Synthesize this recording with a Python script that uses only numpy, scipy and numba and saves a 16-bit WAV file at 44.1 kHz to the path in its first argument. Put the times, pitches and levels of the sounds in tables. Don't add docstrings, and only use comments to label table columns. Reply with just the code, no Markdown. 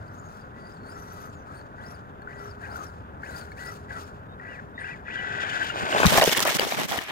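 import sys
import numpy as np
from scipy import signal
from scipy.fft import rfft, irfft
from scipy.io import wavfile
from scipy.ndimage import uniform_filter1d, map_coordinates
from numba import njit

SR = 44100
rng = np.random.default_rng(int(sys.argv[2]) if len(sys.argv) > 2 else 0)


def linear_from_db(decibels):
    return 10 ** (np.asarray(decibels, float) / 20)


def int16_out(signal):
    q = np.round(np.clip(np.atleast_2d(signal).T, -1, 1) * 32767)
    wavfile.write(sys.argv[1], SR, q.astype(np.int16))


N = 313928
TIME = np.arange(N) / SR
TOP_HZ = 15950
HEAD_ON_S = 4.4
IMPACT_S = 6.045
BOTH_WAYS = np.array([[1], [-1]])


def rms_one(x):
    return x / np.sqrt(np.mean(x ** 2) + 1e-20)


def in_time(rows):
    s, *columns = np.transpose(rows)
    return [np.interp(TIME, s, c) for c in columns]


def since(start_s):
    return np.clip(TIME - start_s, 0, 1)


def gate(start_s, end_s, edge_s):
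    return np.clip(np.minimum(TIME - start_s, end_s - TIME) / edge_s + .5, 0, 1)


def sides(pan_db):
    return linear_from_db(BOTH_WAYS * pan_db / 2)


def add(out, s, burst):
    i = round(s * SR)
    out[..., i:i + burst.shape[-1]] += burst[..., :N - i]


def sine(hz):
    return np.sqrt(2) * np.sin(2 * np.pi * np.cumsum(hz + np.zeros(N)) / SR)


def ringing(hz, t60, rise_s):
    t = np.arange(int(t60 * SR)) / SR
    return np.sin(2 * np.pi * hz * t) * linear_from_db(-60 * t / t60) * (1 - np.exp(-t / rise_s))


def drift(rate):
    r = np.exp(-40 * np.pi * rate / SR)
    slow = signal.lfilter([1], [1, -2 * r, r * r], rng.standard_normal(N // 20 + 2002))[2000:]
    return np.interp(np.arange(N) / 20, np.arange(len(slow)), rms_one(slow))


def grains(per_s, spread_db, clump_db, hiss, alike):
    clumps = linear_from_db(clump_db * drift(27))
    sizes = linear_from_db(spread_db * np.minimum(rng.exponential(1, (3, N)), 5))
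    sizes = sizes * rng.choice([-1, 1], (3, N))
    clicks = rms_one(sizes * (rng.random((3, N)) < per_s * clumps / SR))
    shared, *own = clicks + hiss * clumps * rng.standard_normal((3, N))
    alike = np.clip(alike, 0, 1)
    return np.sqrt(alike) * shared + np.sqrt(1 - alike) * np.array(own)


@njit
def resonate(x, hz, r):
    out = np.zeros_like(x)
    for c in range(x.shape[0]):
        for i in range(2, x.shape[1]):
            push = x[c, i] - x[c, i - 2]
            out[c, i] = push + 2 * r * np.cos(2 * np.pi * hz[i]) * out[c, i - 1] - r * r * out[c, i - 2]
    return out


def narrow(x, hz, width_hz):
    r, cycles = np.exp(-np.pi * width_hz / SR), hz / SR + np.zeros(N)
    return rms_one(resonate(resonate(x, cycles, r), cycles, r))


# pitch in Hz, width in Hz, lift in dB.
SHELL_RINGS = [(1530, 270, 24.5), (2530, 330, 10), (4700, 610, 9.5), (5370, 240, 2), (6000, 170, 3),
               (6890, 810, 14), (9630, 280, 7), (12040, 350, 9.5), (14900, 810, 8)]


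def shell_db(hz):
    return sum(db / (1 + ((hz - f) / width) ** 2) for f, width, db in SHELL_RINGS)


def colour(x, points, shell=0):
    hz = np.maximum(np.arange(N // 2 + 1) * SR / N, 1)
    f, db = np.transpose(points)
    shape = np.interp(np.log(hz), np.log(f), db, left=-200, right=-200)
    return rms_one(irfft(rfft(x) * linear_from_db(shape + shell * shell_db(hz)), N))


# time in seconds, drone level in dB, hum level in dB.
FAR_ENGINES = [(0.0, -32.5, -61), (0.73, -46, -53), (0.97, -40.5, -47.5), (1.85, -52, -58),
               (2.44, -45, -41.5), (2.51, -33.5, -42), (2.96, -34, -52.5), (4.41, -39, -47),
               (5.4, -46, -46), (5.6, -43, -60), (6.0, -35, -62), (6.5, -46, -62)]
# pitch in Hz, level in dB per Hz.
AIR_TONE = [(12, -50), (20, -17.5), (86, -1), (263, -6.5), (349, -12.5), (412, -10.5), (577, -11),
            (1500, -11.5), (2930, -46), (10600, -54), (14900, -50), (16200, -69)]


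def park():
    drone_db, hum_db = in_time(FAR_ENGINES)
    far, near = grains(100, 1.4, 0.81, 30, 0.83), rng.standard_normal((2, N))
    low, high = (signal.butter(2, 2500, kind, fs=SR, output="sos") for kind in ("low", "high"))
    mixed = signal.sosfilt(low, rms_one(far)) + signal.sosfilt(high, near)
    air = colour(mixed, AIR_TONE) * linear_from_db(-43.0) * sides(1.6)
    drone_hz = 81 * (1 + 0.12 * drift(0.5))
    drone = narrow(rng.standard_normal((1, N)), drone_hz, 41.0) * linear_from_db(drone_db - 12.0)
    hum = narrow(rng.standard_normal((1, N)), 409.2, 6.1) * linear_from_db(hum_db - 6.5)
    return (air + drone + hum) * linear_from_db(np.interp(TIME, [6.0, 6.3, 7.12], [0, -8, -12]))


# start and end in seconds, then shell rumble, stone spray and fine grit in dB.
THROTTLE = [(-0.01, 0.429, -54.5, -65, -67.5), (0.57, 0.78, -57, -70, -70), (0.852, 1.3, -50, -59.5, -60.5),
            (1.467, 1.614, -49, -64, -65.5), (1.784, 1.966, -48.5, -61.5, -66.5),
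            (2.29, 2.524, -47.5, -60, -65), (2.616, 2.889, -43, -58, -58),
            (3.242, 3.441, -42.5, -54.5, -54), (3.578, 3.749, -44.5, -54, -53.5),
            (3.907, 4.052, -41.5, -52, -56), (4.42, 4.604, -46, -58, -70),
            (4.791, 4.946, -39.5, -51.5, -67.5), (5.08, 5.721, -36.5, -41.5, -68),
            (5.764, 6.054, -40, -37.5, -63)]
# time in seconds, lift in dB.
NEARING = [(5.1, 3), (5.3, 5), (5.45, 7.5), (5.7, 6.5), (5.88, 2.5), (6.05, 4)]
SWELL_DB = [2, 7, 7.5]
DEPTH_DB = [34, 22, 29.5]
IDLE_DB = [-90, -65.5, -97]
NEAR_SHARE = [0.9, 1.54, 1.4]


def effort():
    attack_s, release_s, lift_s = 0.047, 0.21, 0.055
    out = np.outer(IDLE_DB, np.ones(N))
    for t0, t1, *levels_db in THROTTLE:
        times = [t0 - attack_s, t0, t1 - lift_s, t1 - lift_s + release_s]
        for k, db in enumerate(levels_db):
            curve_db = [-DEPTH_DB[k], -SWELL_DB[k], 0, -DEPTH_DB[k]]
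            out[k] = np.maximum(out[k], db + np.interp(TIME, times, curve_db, left=-99, right=-99))
    out += np.outer(NEAR_SHARE, in_time(NEARING)[0])
    out[2] += 29 * since(5.39)
    return out


def shell_rumble(rumble_db, mesh_hz):
    rumble_hz = 1900 - 0.0972 * uniform_filter1d(mesh_hz, size=1500)
    shaking = grains(2500, 0.99, 2.4, 1.97, 0.91)
    body = narrow(shaking, rumble_hz, 380) + 0.4 * narrow(shaking, 0.98 * rumble_hz, 85)
    panel = narrow(shaking, 2365, 66) * (TIME > HEAD_ON_S)
    return linear_from_db(rumble_db - 1.5) * body + linear_from_db(rumble_db - 21.0) * panel


# pitch in Hz, level in dB per Hz.
TYRE_TONE = [(250, -6), (450, -8.5), (750, -2), (1150, -6.5)]


def tyres(rumble_db):
    below_db = np.interp(TIME, [0, 4.2, 4.9, 5.5], [5.0, 7.0, 12.3, 10.4])
    return colour(grains(900, 0.56, 1.9, 1.16, 0.94), TYRE_TONE) * linear_from_db(rumble_db - below_db)


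# pitch in Hz, level in dB per Hz.
SPRAY_TONE = [(1900, -61), (2300, -13.5), (3500, -9), (4000, -22.5)]
SAND_TONE = [(3400, -21), (3900, -5), (7500, -14.5), (8300, -15.5), (10500, -35)]
GRIT_TONE = [(7400, -34), (8200, -26.5), (15800, -32.5)]


def stone_spray(spray_db, grit_db):
    stones = grains(2700, 4.0, 2.7, 0.93, 0.65)
    coarse = colour(stones, SPRAY_TONE, shell=0.71)
    sand = linear_from_db(0.49 * grit_db + 4.0) * colour(stones, SAND_TONE, shell=0.91)
    side_on, head_on = (colour(stones, GRIT_TONE, shell=share) for share in (1.0, 0.18))
    grit = linear_from_db(grit_db) * np.where(TIME < HEAD_ON_S, side_on, head_on)
    return linear_from_db(spray_db - 9.0) * (coarse + sand + grit)


# time in seconds, lowest pitch in Hz, lift in dB.
CATCHES = [
    (5.2, 2950, 16),
    (5.26, 3350, 10),
    (5.445, 3150, 19),
    (5.515, 3000, 21),
    (5.65, 3050, 20),
    (5.71, 2800, 21),
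]


def catches():
    sag_s, recover_s = .03, .012
    shape = [np.exp(-((TIME - s) / np.where(TIME < s, sag_s, recover_s)) ** 2) for s, *_ in CATCHES]
    drop_hz = sum(x * (SPINS[-1][4] - hz) for x, (_, hz, _) in zip(shape, CATCHES))
    lift_db = sum(np.sqrt(x) * db for x, (*_, db) in zip(shape, CATCHES))
    blur_db = 13 * np.clip((TIME - 5.15) / .1, 0, 1) ** .5
    return drop_hz, lift_db - blur_db


# start and fastest moment in seconds, gear pitch at start, at fastest and at the end in Hz.
SPINS = [(.07, .22, 4500, 6900, 4600), (.66, .72, 4650, 5000, 4400), (.875, 1.02, 4400, 5840, 6200),
         (1.545, 1.57, 4240, 4540, 4350), (1.81, 1.91, 2900, 5730, 4270), (2.31, 2.445, 1490, 5930, 4550),
         (2.655, 2.805, 2300, 6650, 4700), (3.23, 3.375, 1354, 4830, 4166), (3.57, 3.75, 2020, 6070, 5970),
         (3.89, 4.02, 1770, 6530, 4760), (4.455, 4.5, 1497, 2935, 1426), (4.815, 4.866, 1500, 2870, 2420),
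         (5.085, 5.148, 1463, 3380, 3450)]
LEAD_S = [0, .06, .07, 0, 0, 0, .01, 0, 0, 0, 0, 0, 0]


def spin():
    rise_bend, rounding, fall_bend = 0.93, .14, 1.5
    hunt_hz, hunt_period_s, hunt_decay_s = 520, .056, .1
    hz = np.full(N, SPINS[0][2], float)
    for (t0, t1, from_hz, top_hz, to_hz), (_, end, *_), lead in zip(SPINS, THROTTLE, LEAD_S):
        part = np.clip((TIME - t0) / (t1 - t0), 0, 1)
        up = part ** rise_bend + rounding * np.sin(np.pi * part)
        down = np.clip((TIME - t1) / max(end - t1, .01), 0, 1) ** fall_bend
        age = np.maximum(TIME - t1, 0)
        catch = hunt_hz * np.sin(np.pi * age / hunt_period_s) ** 2 * np.exp(-age / hunt_decay_s)
        catch = catch * (t0 == SPINS[-2][0])
        pitch = from_hz + (top_hz - from_hz) * up + (to_hz - top_hz) * down - catch
        hz = np.where(TIME > t0 - lead - .02, pitch, hz)
    wander = .015 * drift(12.2) * np.clip((TIME - SPINS[-1][1]) / .15, 0, 1)
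    return hz * (1 + wander) - catches()[0]


WHINE_DB = [-72, -71, -65, -62, -61, -64, -64, -57, -60, -65, -59, -52, -51]
MULTIPLES_DB = [-1, -9, -17]


def gears(mesh_hz, grit_db):
    wobble = .009 * drift(40) + .011 * drift(250)
    wobble = 1 + wobble * np.maximum(mesh_hz / 3000, 1)
    on = sum(gate(spun[0] - lead, burst[1], 0.014) * linear_from_db(db)
             for spun, burst, db, lead in zip(SPINS, THROTTLE, WHINE_DB, LEAD_S))
    out = np.zeros(N)
    for k, db in enumerate(MULTIPLES_DB, 1):
        hz = k * mesh_hz
        dulled = np.clip((hz - 3600) / 1200, 0, 1) * (1.15 * grit_db + 2) * (k > 1)
        dulled = dulled - 5 * np.clip((hz - 3200) / 1500, 0, 1) - 7 * np.exp(-((hz - 3650) / 450) ** 2)
        dulled = dulled + 9 * (k > 1) * np.clip(hz / 1000 - 7.5, 0, 1)
        flutter_db = np.clip(mesh_hz / 900 - .5, 1.5, 4.5) * drift(35) + 3.5 * drift(300)
        gain = linear_from_db(db - 11.0 + dulled + 1.14 * shell_db(hz) + flutter_db)
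        out += gain * sine(hz * wobble) * (hz < TOP_HZ)
    return out * on * linear_from_db(in_time(NEARING)[0] + catches()[1])


# start and end in seconds, level in dB.
NOTES = [(0.54, 0.705, -61.5), (0.96, 1.284, -63), (1.774, 1.917, -60), (2.285, 2.444, -53),
         (3.25, 3.396, -58), (3.596, 3.714, -46.5), (3.895, 3.986, -51), (4.416, 4.583, -49.5),
         (4.78, 4.954, -47), (5.069, 5.447, -43), (5.466, 5.734, -48)]


def controller_note():
    held = sum(gate(t0, t1, 0.029) * linear_from_db(db) for t0, t1, db in NOTES)
    return held * sine(1956 * (1 + 0.00315 * drift(33.5))) * linear_from_db(3.0 * drift(30))


def car():
    rumble_db, spray_db, grit_db = effort()
    grit_db = grit_db - spray_db
    mesh_hz = spin()
    whine = gears(mesh_hz, grit_db)
    rolling = shell_rumble(rumble_db, mesh_hz) + tyres(rumble_db) + stone_spray(spray_db, grit_db)
    return rolling * gate(0, THROTTLE[-1][1], 0.023) + controller_note() + whine


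# start and end in seconds, first and last pitch in Hz, level in dB.
BIRDS = [
    (0.738, 0.79, 8700, 7240, -72),
    (0.88, 1.005, 8500, 5900, -71),
    (1.3, 1.43, 7700, 5850, -72),
    (4.285, 4.347, 3730, 3740, -70),
    (4.744, 4.799, 3660, 3730, -61),
    (4.8, 4.83, 8800, 8200, -60),
]


def birds():
    out, warble = 0, 1 + .008 * drift(150)
    for t0, t1, from_hz, to_hz, db in BIRDS:
        part = np.clip((TIME - t0) / (t1 - t0), 0, 1)
        whistle = sine((from_hz + (to_hz - from_hz) * part) * warble)
        out = out + gate(t0, t1, 0.0096) * linear_from_db(db + 5 * part) * whistle
    return out * linear_from_db(3 * drift(50)) + linear_from_db(-17) * np.roll(out, round(.025 * SR))


# time in seconds, peak level in dB.
TICKS = [(2.219, -56), (3.517, -48), (3.572, -54), (5.645, -38), (6.0635, -26), (6.175, -11), (6.187, -14),
         (6.227, -22), (6.2395, -11), (6.257, -22), (6.372, -17), (6.376, -11), (6.394, -17), (6.404, -11),
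         (6.411, -22), (6.4515, -16), (6.4755, -19), (6.554, -20), (6.561, -21), (6.569, -21),
         (6.5965, -16), (6.608, -25), (6.645, -28), (6.65, -28), (6.668, -34), (6.683, -30), (6.722, -37),
         (6.792, -33), (6.815, -28), (6.8345, -28), (6.853, -29), (6.886, -27), (6.905, -30), (6.911, -29),
         (6.921, -26), (6.976, -28), (7.0, -37), (7.014, -35), (7.024, -35), (7.0376, -34), (7.042, -36),
         (7.065, -46), (7.072, -45), (7.082, -45), (7.0884, -44), (7.102, -43)]


def ticks():
    out, t = np.zeros((2, N)), np.arange(round(.01 * SR)) / SR
    cracks = TICKS + [(s + 0.0032, db - 23.0) for s, db, *_ in KNOCKS]
    for (s, db), noise in zip(cracks, rng.standard_normal((len(cracks), 2, len(t)))):
        bright = signal.lfilter([1, -1], [1, -.88], noise[0] + 1.73 * noise)
        add(out, s, linear_from_db(db - 60 * t / 0.0056) * bright / 2)
    return out


# time in seconds, peak level in dB, pitch in Hz.
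WHEEL_STONES = [(2.2203, -45, 1630), (2.274, -34.5, 1483), (2.758, -32, 1434), (3.2349, -38, 1685),
                (3.518, -42.5, 1708), (3.519, -50, 2200), (3.519, -57, 4320), (2.221, -63, 4380),
                (3.579, -48, 1750), (4.3984, -41, 1860), (4.78, -36, 1905), (5.0822, -31, 1465),
                (5.509, -38.5, 1693), (5.701, -27, 1430), (2.646, -50.5, 2450), (5.073, -44.5, 2500)]


def wheel_stones():
    out = np.zeros(N)
    for s, db, hz in WHEEL_STONES:
        add(out, s - .001, linear_from_db(db + 12.5) * ringing(hz, 0.029, 0.0017))
    return out


# time in seconds, drag level in dB.
DRAG = [(5.7, -33.5), (5.976, -26.5), (6.04, -25.5), (6.074, -25), (6.17, -21.5), (6.296, -30.5),
        (6.434, -28), (6.572, -31.5), (6.9, -33.5), (7.119, -36.5)]


def drag_levels():
    scrape_db, = in_time(DRAG)
    settle_db = 87 * since(7.025)
    grit_db = scrape_db - 5 - 134 * np.clip(6.1 - TIME, 0, 1) - settle_db
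    grit_db = grit_db - 4.8 * np.clip((TIME - 6.99) / .005, 0, 1)
    return scrape_db, scrape_db - 1 - settle_db, grit_db


# pitch in Hz, level in dB per Hz.
CASE_TONE = [(150, -50), (250, -20.5), (398, -14), (539, -17), (612, -11.5), (1250, -15), (1620, -20.5),
             (2750, -120)]


def case_rumble(case_db):
    airborne = TIME < IMPACT_S
    shaking = grains(400, 5.05, 2.8, 0.85, np.where(airborne, 0.9, 0.36))
    return colour(shaking, CASE_TONE) * linear_from_db(case_db + 1.0 + 2.1 * airborne)


def port_boom(case_db):
    shaking = grains(92, 2.4, 6.7, 1.4, 0.63) * BOTH_WAYS
    boom = colour(shaking, [(25, -36), (70, -5.0), (140, 9.5), (250, 11.0), (380, -7.0)])
    calm_db = 2 * np.clip(TIME - IMPACT_S, 0, 2)
    return boom * linear_from_db(case_db - 1.5 - calm_db - 8.5 * (TIME < IMPACT_S))


def patchy(x, depth_db, rate):
    edges = 400 * 2 ** np.arange(0, 5.6, .5)
    out = 0
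    for k, pair in enumerate(zip(edges, edges[1:])):
        band = signal.sosfilt(signal.butter(2, pair, "band", fs=SR, output="sos"), x)
        out = out + (-1) ** k * band * linear_from_db(depth_db * drift(rate))
    return out


# time in seconds, peak level in dB, length in seconds, grit beside it in dB.
GRAVEL_BURSTS = [(5.987, -8.5, 0.0074, -20), (6.028, -23, 0.012, -18), (6.057, -1.5, 0.014, 9.5),
                 (6.068, 0, 0.005, 9), (6.172, -8, 0.0058, -4), (6.215, -2, 0.0091, -26),
                 (6.251, -8, 0.024, 11), (6.272, 9.5, 0.024, -2.5), (6.298, 4, 0.025, 1.5),
                 (6.324, 8.5, 0.027, -2.5), (6.366, 0.5, 0.028, -3), (6.425, -5, 0.011, 12),
                 (6.469, 0, 0.022, -13), (6.492, -0.5, 0.035, -1), (6.544, -12, 0.026, 12.5),
                 (6.584, 9.5, 0.02, -19), (6.687, -22, 0.02, 13), (6.715, -25, 0.013, -28),
                 (6.747, -30, 0.016, 3), (6.794, -32, 0.018, 2), (6.83, -28, 0.017, 5.5),
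                 (6.894, -23, 0.022, 11), (6.972, -16, 0.014, 0)]
# pitch in Hz, level in dB per Hz.
SCRAPE_TONE = [(650, -30), (1100, -5), (1460, 0), (1720, 6), (2110, 5), (2530, 2.5), (3010, -1),
               (4140, -15), (5200, -32), (6760, -80), (11400, -120)]
FLINT_TONE = [(3000, -6), (3700, 4), (5000, -8), (6500, -19)]
DUST_TONE = [(2820, -5.5), (4800, -3), (5560, -1), (10700, -9.5), (12800, -7.5), (15200, -9), (16200, -24)]


def scraping(scrape_db, grit_db):
    scrape_gain, grit_gain = linear_from_db(scrape_db + 2.5 - 1.56 * (TIME < 6.3)), linear_from_db(grit_db + 5.0)
    for s, db, length_s, bright_db in GRAVEL_BURSTS:
        age = np.arange(round(.12 * SR)) / SR / np.clip(length_s, .001, .02)
        swell = age * np.exp(1 - 3 * age) * 3
        add(scrape_gain, s - .002, linear_from_db(db - 29.0) * swell)
        add(grit_gain, s - .002, linear_from_db(db - 27.5 + bright_db) * swell)
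    rub = grains(1800, 2.8, 2.3, 0.21, np.where(TIME < IMPACT_S, 0.9, 0.059))
    stones = colour(rub, SCRAPE_TONE) + linear_from_db(-18.5) * colour(rub, FLINT_TONE)
    hiss = 0.36 * linear_from_db(1.5 * drift(6.5)) * rng.standard_normal((2, N))
    mixed = stones * scrape_gain + colour(rub + hiss, DUST_TONE) * grit_gain
    return linear_from_db(-6.5) * patchy(mixed, depth_db=1.2, rate=34.0)


# time in seconds, length in seconds, dip in dB.
HOPS = [(6.208, .005, 7), (6.244, .003, 5), (6.305, .008, 7), (6.4, .003, 8), (6.602, .004, 6),
        (6.7, .01, 3), (6.762, .01, 4), (6.968, .006, 4), (7.003, .008, 5), (6.345, .012, 9),
        (6.444, .008, 10), (6.582, .008, 8), (6.66, .015, 5), (6.872, .009, 12), (7.06, .018, 8)]


def drag():
    scrape_db, case_db, grit_db = drag_levels()
    sliding = case_rumble(case_db) + port_boom(case_db) + scraping(scrape_db, grit_db)
    dips_db = sum(db * np.exp(-((TIME - s) / length_s) ** 2) for s, length_s, db in HOPS)
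    skips = linear_from_db(drift(30.0) * (TIME > 6.05) - dips_db)
    return sliding * skips * gate(DRAG[0][0], DRAG[-1][0], 0.75 * (TIME < 6) + .001)


# time in seconds, peak level in dB, ring in Hz, left-right in dB.
KNOCKS = [(5.921, -19.5, 740, 5), (5.977, -28, 700, 17), (6.019, -18, 910, 12), (6.042, -18, 810, 24),
          (6.051, -17.5, 1120, 26), (6.123, -16, 600, 18), (6.152, -13.5, 540, 8), (6.1765, -10, 690, 9),
          (6.1815, -2.5, 715, 4), (6.198, -13, 780, 6), (6.2142, -13, 725, 4), (6.2205, -3, 670, -3),
          (6.234, -11.5, 617, 16), (6.246, -18.5, 590, -22), (6.276, -7.5, 448, 4.5), (6.293, -19, 570, 5),
          (6.325, -20, 400, -2), (6.369, -26, 504, 3), (6.382, -20, 387, -1), (6.403, -33, 720, 4),
          (6.452, -18.5, 560, 1.0), (6.476, -23, 625, -21), (6.507, -18.5, 644, 4), (6.551, -23, 390, -6),
          (6.595, -14, 523, -1), (6.629, -20, 346, -1), (6.669, -19.5, 504, 2), (6.7217, -14.5, 725, 0),
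          (6.744, -28, 806, -15), (6.787, -18, 684, -5), (6.858, -36, 600, 0), (6.913, -22.5, 805, -2.0),
          (6.919, -21, 730, -6), (6.933, -26, 725, -2), (6.949, -27, 736, 1), (6.985, -26.5, 293, 0),
          (6.958, -20, 710, -3)]


def knocks():
    out, t60 = np.zeros((2, N)), 0.015
    for s, db, hz, pan_db in KNOCKS:
        ring = ringing(hz, t60, 0.0012) + 0.62 * ringing(1.446 * hz, t60, 0.0032)
        add(out, s, sides(pan_db) * linear_from_db(db + 7.5) * ring)
        add(out, s, sides(pan_db) * linear_from_db(db - 10) * ringing(3500, 0.0047, 0.0002))
    return out


# time in seconds, peak level in dB, ring in Hz.
CHIPS = [(5.9258, -15, 1570), (5.981, -11.5, 1830), (6.0308, -10, 1520), (6.0507, -9, 1470),
         (6.0662, -1, 3970), (6.0887, -21, 3270), (6.105, -19, 3780), (6.121, -16, 2730),
         (6.1424, -12, 1620), (6.175, -13, 1770), (6.183, -8, 1750), (6.1863, -23, 1690),
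         (6.1974, -15, 1640), (6.213, -9, 1910), (6.2206, -11.5, 1570), (6.227, -4, 2850),
         (6.233, -12, 1850), (6.2405, -8, 3040), (6.258, -8.5, 3330), (6.2766, -29, 1800),
         (6.2801, -15, 1590), (6.294, -6.5, 2830), (6.3155, -10, 3420), (6.349, -15, 1790),
         (6.3718, -13, 2780), (6.376, -15, 1790), (6.382, -9, 3250), (6.3934, -16, 1770),
         (6.4042, -20, 1390), (6.4254, -17, 2470), (6.4304, -18, 1370), (6.4522, -22, 1440),
         (6.466, -18, 1780), (6.4777, -14, 1880), (6.4903, -16, 1340), (6.4994, -21, 3440),
         (6.5206, -22, 2070), (6.55, -16, 3620), (6.5684, -21, 1460), (6.5951, -6, 2970),
         (6.608, -19, 1770), (6.6185, -18, 1840), (6.649, -17, 3560), (6.6682, -32, 1420),
         (6.722, -18, 2310), (6.7444, -21, 1550), (6.775, -20, 1450), (6.7915, -31, 2150),
         (6.8144, -24, 1940), (6.8864, -36, 1740), (6.9137, -26, 1925), (6.9206, -15, 1800),
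         (6.9494, -28, 1990), (6.9802, -17, 1850), (6.9882, -14, 1820), (7.0204, -29, 1940),
         (7.0633, -35, 2750), (7.0838, -27, 1820), (7.0928, -29, 1900), (7.101, -22, 1910)]


def chips():
    out, cycles, rise_s = np.zeros((2, N)), 26.5, 0.00055
    for (s, db, hz), (side, over) in zip(CHIPS, rng.uniform(-1.02, 1, (len(CHIPS), 2))):
        overtone = ringing((1.7 + 0.29 * over) * hz, cycles / hz, rise_s)
        ring = ringing(hz, cycles / hz, rise_s) + 0.64 * overtone
        add(out, s, linear_from_db(db - 2 + 8.4 * side * BOTH_WAYS) * ring)
    return out


# time in seconds, pitch in Hz, peak in dB, length in seconds, left-right in dB.
THUDS = [
    (6.052, 182, -13, 0.019, 3),
    (6.062, 83, -17, 0.02, 6.5),
    (6.121, 153, -27.5, 0.027, 0),
    (6.176, 80, -35, 0.015, 19),
    (6.273, 164, -29.5, 0.019, 5),
    (6.376, 152, -32.5, 0.017, -1),
    (6.973, 87.5, -39, 0.015, 1),
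]


def thuds():
    out = np.zeros((2, N))
    for s, hz, db, length_s, pan_db in THUDS:
        t = np.arange(round(length_s * SR)) / SR
        push = np.sin(2 * np.pi * hz * t + 0.57 * BOTH_WAYS) * np.sin(np.pi * t / length_s) ** 0.081
        add(out, s, linear_from_db(db + 2.5) * sides(pan_db) * push)
    return out


# time in seconds, right behind left in milliseconds, left-right in dB.
BEARING = [(0, 0.44, 6), (3.5, 0.44, 6.5), (5, 0.42, 5), (5.8, 0.42, 7.5), (5.97, 0.36, 15),
           (6.05, 0.25, 28), (6.4, -0.043, 6), (6.7, -0.37, -14), (7.12, -0.11, 9)]


def scene():
    lag_ms, pan_db = in_time(BEARING)
    out = park() + (car() + wheel_stones()) * sides(pan_db) + birds() + ticks()
    left, right = out + drag() + knocks() + chips() + thuds()
    late = map_coordinates(right, [(TIME - lag_ms / 1000) * SR], order=3, mode="nearest")
    return np.array([left, late])


def roll_off(x):
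    return signal.sosfilt(signal.butter(12, 16690, fs=SR, output="sos"), x)


def record(dry):
    cut = signal.ellip(12, .3, 75, TOP_HZ, fs=SR, output="sos")
    rounded = 1.1 * np.tanh(dry / 1.1)
    return roll_off(signal.sosfilt(cut, rounded))


dry = scene()
out = record(dry)
int16_out(out)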